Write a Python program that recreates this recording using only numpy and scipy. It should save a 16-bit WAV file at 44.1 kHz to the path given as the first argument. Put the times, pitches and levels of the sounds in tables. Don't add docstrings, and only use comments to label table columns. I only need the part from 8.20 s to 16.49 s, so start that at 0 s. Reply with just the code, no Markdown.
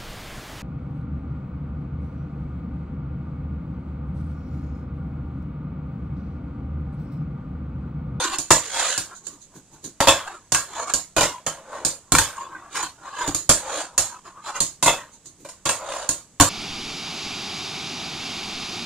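import sys
import numpy as np
from scipy import signal
from scipy.fft import rfft, irfft, next_fast_len
from scipy.io import wavfile
from scipy.ndimage import uniform_filter1d, map_coordinates

SR = 44100
rng = np.random.default_rng(int(sys.argv[2]) if len(sys.argv) > 2 else 0)


def waveform_to_disk(signal):
    frames = np.transpose(np.atleast_2d(signal))
    scaled = np.clip(frames, -1, 1) * 32767
    samples = np.round(scaled).astype(np.int16)
    wavfile.write(sys.argv[1], SR, samples)


N = 365588

# [f/Hz, level/dB]
DESK_MODES = [(502,-10),(556,-7),(739,-6.5),(905,-15.5),(1077,-4.5),(1630,-7.5)]
PANEL_MODES = [(157,1.5),(205,-12.5),(245,-10.5),(288,1),(330,-2)]
THUD_MODES = [(30,1.5),(44,-2.5),(78,2),(100,2.5)]
# [f/Hz, level/dB]
RAMP_MODES = [(466, -8), (502, -3.5), (550, 0.5), (591, 0), (670, 2), (904, -1), (990, -6.5), (1080, 0),
              (1400, -5)]
EDGE_MODES = [(2590, -4), (2630, -1), (3286, -8), (3440, 0), (3661, -2.5)]

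# [f/Hz, level/dB]
CLICK_COLOUR = [(900,-37.5),(2200,-16.5),(3200,-12),(4300,-3.5),(5700,-8),(6500,-3),(7100,1.5),(7800,-4),(8700,-3.5),(10000,-11),(12000,-17),(15000,-21.5)]
DESK_KNOCK_COLOUR = [(200,-50),(400,-13.5),(540,-5.5),(800,-3.5),(1080,1),(1350,-2),(1650,-1),(2100,-8),(3000,-7.5),(6000,-19)]
RAMP_KNOCK_COLOUR = [(200,-36.5),(400,-14),(540,-1.5),(750,-4),(1000,3),(1400,-4.5),(2000,-9),(3400,-12),(7000,-29)]
PANEL_COLOUR = [(50,-21.5),(150,-3),(210,-10),(310,-2),(420,-10),(800,-34)]
# [f/Hz, level/dB]
DESK_RUMBLE_COLOUR = [(60,-21.5),(210,-28.5),(330,-9),(420,-16),(560,-10.5),(820,-7),(1070,2),(1270,-6.5),(1620,-11),(2100,-25),(3400,-28),(7000,-63.5)]
RAMP_RUMBLE_COLOUR = [(60,-17.5),(200,-27.5),(310,-10),(390,-15),(540,4),(660,0.5),(770,-5.5),(940,-1),(1400,-6.5),(1900,-18),(7000,-47)]
HISS_COLOUR = [(900,-27.5),(1450,2),(2200,-6),(3200,-4),(4200,-3.5),(5500,-12),(6500,-5.5),(7100,-3),(7800,-10.5),(8700,-8),(10000,-16.5),(15000,-34)]
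# [f/Hz, level/dB]
WHEEL_RING_COLOUR = [(700, -41), (960, -6), (1080, -0.5), (1200, -11.5), (1500, -48.5)]
WHEEL_WHIRR_COLOUR = [(900, -30), (1300, -5), (1620, 0), (2000, -16.5), (2400, -5.5), (3200, -32)]
# [f/Hz, level/dB]
GRIP_COLOUR = [(2500, -36), (3400, -19), (4000, -7.5), (5300, -22), (6400, -4.5), (7050, -4.5), (7700, -14),
               (8700, -11.5), (10500, -28), (15000, -31)]
ROOM_COLOUR = [(25, -6), (170, -2), (400, -10.5), (1100, -18.5), (1800, -22), (5500, -23.5), (6900, -17),
               (9000, -23.5), (11000, -31), (15000, -39.5)]

# [f/Hz, level/dB]
WIDTH = [(60,-11.5),(500,-17.5),(1200,-15),(2400,-10.5),(4400,-2),(7500,4),(15000,-8.5)]
# [f/Hz, level/dB]
TILT = [(100,-0.5),(1200,1.3),(2400,-1),(4400,-2.5),(7000,-11),(9000,7.5),(15000,-3)]
# [f/Hz, level/dB]
BAND_LIMIT = [(15100,0),(15500,-14),(16400,-45),(16600,-120)]

# [t/s, strength level/dB]
TAIL_POPS = [(0.1847, -12), (1.068, -26), (1.642, -26), (2.7369, -6.5), (3.6492, -6.5), (5.1467, -9.5),
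             (6.4037, -6), (7.0575, -34.5), (7.89, -7.5)]
# [t/s, force level/dB, hardness (click over knock) level/dB, weight of the hand behind it level/dB]
DESK_LANDINGS = [(0.7772, -25, 14.5, -35), (2.3206, -22, 16, -28.5), (2.3465, -15, 8.5, -38),
                 (3.9203, -14.5, 11, -17), (3.9504, -10.5, 5.5, -24.5), (3.9848, -9.5, 6.5, -26),
                 (4.5555, -26.5, -2.5, -58), (4.6278, -30, 7.5, -43), (5.0761, -26.5, 9, -27.5),
                 (5.779, -17, 15, -30.5), (8.1998, -10, 3, -18), (8.2086, -8.5, 9.5, -17.5)]
RAMP_LANDINGS = [(0.3056, -10.5, 9, -17), (0.3134, -23, 21, -41), (1.8036, -12.5, 2.5, -24),
                 (1.8718, -9.5, -3, -19), (1.8827, -8.5, 4.5, -25.5), (2.9646, -15, 2.5, -21.5),
                 (2.9816, -18.5, 6.5, -25), (3.008, -17.5, 10, -29), (3.0303, -19, 7, -25),
                 (3.2644, -23, 8, -30.5), (5.2922, -13.5, 14, -19), (6.626, -21.5, 17, -27.5),
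                 (6.6598, -16, 11.5, -22.5), (6.6772, -12.5, -5, -23.5), (7.2483, -41, 8, -47.5),
                 (7.2877, -43.5, 15, -65), (7.4542, -28.5, 16, -40), (7.4595, -20.5, -1, -32.5),
                 (7.4904, -18, 9, -33.5)]
# [t/s, level/dB]
EDGE_STRIKES = [(0.3056, -27.5), (1.8036, -28.5), (1.8827, -13.5), (5.2922, -26), (6.626, -28.5),
                (6.6772, -18.5), (7.4595, -31)]
# [fastest moment t/s, rumble level/dB, speed-up t/s, slow-down t/s, scrape (hiss over rumble) level/dB]
DESK_PUSHES = [(0.05, -22, 0.21, 0.17, -2), (0.135, -26, 0.059, 0.09, -1), (0.935, -41.5, 0.19, 0.086, -12),
               (1.11, -54, 0.3, 0.21, -14), (1.364, -48.5, 0.09, 0.085, -18), (1.55, -51, 0.075, 0.14, -15),
               (2.09, -34, 0.17, 0.22, -9.5), (2.605, -29, 0.22, 0.16, -4.5),
               (2.7, -29.5, 0.061, 0.074, -1), (4.19, -35, 0.41, 0.22, -8.5), (4.29, -37, 0.35, 0.66, -35),
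               (4.575, -25.5, 0.085, 0.2, 0.5), (4.88, -36, 0.16, 0.1, -11), (5.025, -26, 0.18, 0.22, -7),
               (5.945, -42, 0.16, 0.12, -6), (6.065, -36, 0.047, .12, -10.5), (6.185, -40, 0.072, .08, -27),
               (6.285, -27.5, 0.081, 0.12, -7), (6.365, -24, 0.051, 0.076, -7)]
RAMP_PUSHES = [(0.6, -23.5, 0.14, .28, -6.5), (0.71, -35.5, 0.54, 0.17, 7), (3.395, -42, 0.24, 0.069, -27),
               (3.565, -30, 0.2, 0.3, -19.5), (5.49, -31.5, 0.19, 0.45, -14.5),
               (5.595, -29, 0.26, 0.14, -3.5), (7.62, -32, 0.068, 0.3, -34.5),
               (7.735, -28.5, 0.19, .34, -9.5)]
# [t/s, press level/dB, rub level/dB]
FINGER_TOUCHES = [(0.965, -68, -48), (1.06, -59, -47), (1.135, -50, -56), (1.225, -67, -52),
                  (1.363, -44, -54), (1.54, -50, -57), (1.655, -38.5, -43), (6.94, -60.5, -53.5),
                  (7.07, -55, -49.5), (7.21, -48.5, -63)]

RING_T60_S = 0.23
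DIRECT_DB = 9
POP_KNOCK_DB, POP_BODY_DB, POP_THUD_DB = -20, -22.5, -32
THUD_GROWTH = 1.196
PUSH_DROP_DB, PUSH_SHAPE = 41, 1.627
FINGER_RISE_S, FINGER_FALL_S = 0.043, 0.094
RING_GROWTH, WHIRR_GROWTH = 0.98, 1.577
LEFT_LAG_S = 2.3e-5


def amp(db):
    return 10 ** (np.asarray(db) / 20)


def unit(x):
    return x / np.sqrt(np.mean(x ** 2) + 1e-20)


def along(points, hz):
    f, value = np.transpose(points)
    return np.interp(np.log(hz + 1), np.log(f + 1), value)


def wobble(rate):
    knots = rng.standard_normal(8192)
    return map_coordinates(knots, [np.arange(N) * rate / SR], mode="wrap")


def filtered(x, gain):
    size = next_fast_len(N + SR // 4)
    hz = np.fft.rfftfreq(size, 1 / SR)
    return irfft(rfft(x, size) * gain(hz), size)[..., :N]


def coloured(x, spectrum, size=4096):
    hz = np.fft.rfftfreq(size, 1 / SR)
    cepstrum = irfft(np.log(amp(along(spectrum, hz))))
    cepstrum[1:size // 2] *= 2
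    cepstrum[size // 2 + 1:] = 0
    response = irfft(np.exp(rfft(cepstrum)))
    response /= np.linalg.norm(response)
    return signal.fftconvolve(x, response[None], axes=1)[:, :N]


def shifting(x, depth_db, size=1024):
    spectrum = signal.stft(x, nperseg=size)[2]
    field = rng.standard_normal(spectrum.shape[1:])
    field = uniform_filter1d(field, size=3, axis=0)
    field = uniform_filter1d(field, size=7, axis=1)
    gain = unit(amp(depth_db * unit(field)))
    return signal.istft(spectrum * gain, nperseg=size)[1][:, :N]


def add(track, s, sound):
    part = track[..., max(round(s * SR), 0):][..., :sound.shape[-1]]
    part += sound[..., :part.shape[-1]]


def swell(s, db, rise_s, fall_s):
    t = np.arange(N) / SR - s
    first, last = np.searchsorted(t, [-4 * rise_s, 4 * fall_s])
    t = t[first:last]
    away = np.abs(t / np.where(t < 0, rise_s, fall_s))
    power = amp(db - PUSH_DROP_DB * away ** PUSH_SHAPE) ** 2
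    return np.pad(power, (first, N - last))


def clatter(times, levels, spectrum, near_t60, room_db, room_t60, flutter_db, patchy_db):
    t = np.arange(SR // 2) / SR
    rise = 1 - np.exp(-t / 0.0015)
    near = amp(-60 * t / near_t60) ** 2
    room = amp(room_db - 60 * t / room_t60) ** 2
    power, direct = np.zeros(N), np.zeros((2, N))
    for s, db in zip(times, levels):
        add(power, s, amp(db) ** 2 * rise * (near + room))
        direct[0, round(s * SR)] += amp(db + DIRECT_DB)
    patchy = shifting(rng.standard_normal((2, N)), patchy_db)
    echoes = unit(patchy * amp(flutter_db * wobble(500)))
    return coloured(direct + np.sqrt(power) * echoes, spectrum)


def ring(times, levels, modes, scatter_db, attack):
    t = np.arange(SR // 2) / SR
    hz, mode_db = np.transpose(modes)[:, :, None]
    fade = amp(mode_db - 60 * t / RING_T60_S) * (1 - np.exp(-t / attack))
    tones = fade * np.exp(2j * np.pi * hz * t) / np.linalg.norm(amp(mode_db))
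    out = np.zeros((2, N))
    for s, db in zip(times, levels):
        strength = amp(db + rng.normal(0, scatter_db, (2, len(modes))))
        phase = np.exp(2j * np.pi * rng.random(strength.shape))
        add(out, s, ((strength * phase) @ tones).real)
    return out


def background(hiss_db):
    noise = coloured(rng.standard_normal((2, N)), ROOM_COLOUR)
    phase = 2 * np.pi * 7865 * np.arange(N) / SR + 0.3 * wobble(8)
    whine = amp(-66) * np.sin(phase)
    return amp(hiss_db) * noise + whine * [[1], [0]]


def wheels(pushes, rumble_spectrum, rumble_db, hiss_db, ring_db, whirr_db,
           bump_db, bump_rate, grit_db, patchy_db):
    rolling, scraping = np.zeros((2, N))
    for s, db, rise_s, fall_s, scrape_db in pushes:
        power = swell(s, db, rise_s, fall_s)
        rolling += power
        scraping += power * amp(scrape_db) ** 2
    level = np.sqrt(rolling)
    bumps = amp(bump_db * wobble(bump_rate))

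    def grit():
        patchy = shifting(rng.standard_normal((2, N)), patchy_db)
        return unit(patchy * bumps * amp(grit_db * wobble(600)))

    tread, scrape = grit(), grit()
    rumble = coloured(tread * level, rumble_spectrum)
    hiss = coloured(scrape * np.sqrt(scraping), HISS_COLOUR)
    note = coloured(scrape[::-1] * level ** RING_GROWTH, WHEEL_RING_COLOUR)
    whirr = coloured(tread[::-1] * level ** WHIRR_GROWTH, WHEEL_WHIRR_COLOUR)
    return amp(rumble_db) * rumble + amp(hiss_db) * hiss + amp(ring_db) * note + amp(whirr_db) * whirr


def pops():
    s, db = np.transpose(TAIL_POPS)
    return np.array([s, db, db + POP_KNOCK_DB, db + POP_BODY_DB, db + POP_THUD_DB])


def desk_hits(blows):
    s, click_db, knock_db = blows[:3]
    click = clatter(s, click_db - 6.5, CLICK_COLOUR, near_t60=0.021, room_db=-8.5, room_t60=0.26,
                    flutter_db=-0.5, patchy_db=4)
    knock = clatter(s, knock_db + 4.5, DESK_KNOCK_COLOUR, near_t60=0.025, room_db=-14, room_t60=0.33,
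                    flutter_db=1.5, patchy_db=5)
    return click + knock + ring(s, knock_db - 12.5, DESK_MODES, scatter_db=5, attack=0.00067)


def ramp_ringing(popped):
    s, _, knock_db = popped[:3]
    box = ring(s, knock_db - 5, RAMP_MODES, scatter_db=0.5, attack=0.002)
    times, levels = np.transpose(EDGE_STRIKES)
    edge = ring(times, levels, EDGE_MODES, scatter_db=2.5, attack=0.0008)
    return box + edge


def desk_boom(blows):
    s, _, _, body_db, thud_db = blows
    wash = clatter(s, body_db, PANEL_COLOUR, near_t60=0.092, room_db=-9, room_t60=0.29,
                   flutter_db=-0.5, patchy_db=2.5)
    panels = ring(s, body_db - 4, PANEL_MODES, scatter_db=3.8, attack=0.0015)
    thud = ring(s, thud_db + 3.5, THUD_MODES, scatter_db=2.5, attack=0.00074)
    return wash + panels + thud


def landings(rows, thud_db):
    s, force, hardness, weight = np.transpose(rows)
    return np.array([s, force + hardness, force, weight, THUD_GROWTH * weight + thud_db])


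def ramp_hits(blows):
    s, click_db, knock_db = blows[:3]
    click = clatter(s, click_db - 12, CLICK_COLOUR, near_t60=0.025, room_db=-1.5, room_t60=0.26,
                    flutter_db=0.05, patchy_db=4)
    knock = clatter(s, knock_db + 0.5, RAMP_KNOCK_COLOUR, near_t60=0.094, room_db=-5.5, room_t60=0.35,
                    flutter_db=1.7, patchy_db=5)
    return click + knock + ring(s, knock_db - 5, RAMP_MODES, scatter_db=2.5, attack=0.00047)


def fingers():
    pressing, rubbing = np.zeros((2, N))
    for s, press_db, rub_db in FINGER_TOUCHES:
        pressing += swell(s, press_db, FINGER_RISE_S, FINGER_FALL_S)
        rubbing += swell(s, rub_db, FINGER_RISE_S, FINGER_FALL_S)
    press_noise = rng.standard_normal((2, N)) * np.sqrt(pressing)
    rub_noise = rng.standard_normal((2, N)) * np.sqrt(rubbing)
    return coloured(press_noise, PANEL_COLOUR) + coloured(rub_noise, GRIP_COLOUR)


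def scene():
    desk = wheels(DESK_PUSHES, DESK_RUMBLE_COLOUR, rumble_db=-2, hiss_db=-3.5, ring_db=-12.5, whirr_db=4.5,
                  bump_db=2, bump_rate=130, grit_db=0.66, patchy_db=6)
    ramp = wheels(RAMP_PUSHES, RAMP_RUMBLE_COLOUR, rumble_db=-3, hiss_db=1.26, ring_db=-21.5, whirr_db=-8,
                  bump_db=1.46, bump_rate=190, grit_db=0.5, patchy_db=3.5)
    on_desk = np.hstack([pops(), landings(DESK_LANDINGS, thud_db=0.5)])
    on_ramp = landings(RAMP_LANDINGS, thud_db=-7)
    boom = desk_boom(np.hstack([on_desk, on_ramp]))
    hits = desk_hits(on_desk) + ramp_hits(on_ramp) + ramp_ringing(pops()) + boom
    mid, side = hits + desk + ramp + fingers() + background(hiss_db=-57.5)
    side = filtered(side, lambda hz: amp(along(WIDTH, hz)))
    half = np.array([[0.5], [-0.5]])

    def microphones(hz):
        return amp(along(TILT, hz) * half) * np.exp(-2j * np.pi * hz * LEFT_LAG_S * half)

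    return filtered(np.array([mid + side, mid - side]), microphones)


def record(dry):
    limited = dry / (1 + dry ** 6) ** (1 / 6)
    return filtered(limited, lambda hz: amp(along(BAND_LIMIT, hz)))


dry = scene()
out = record(dry)
waveform_to_disk(out)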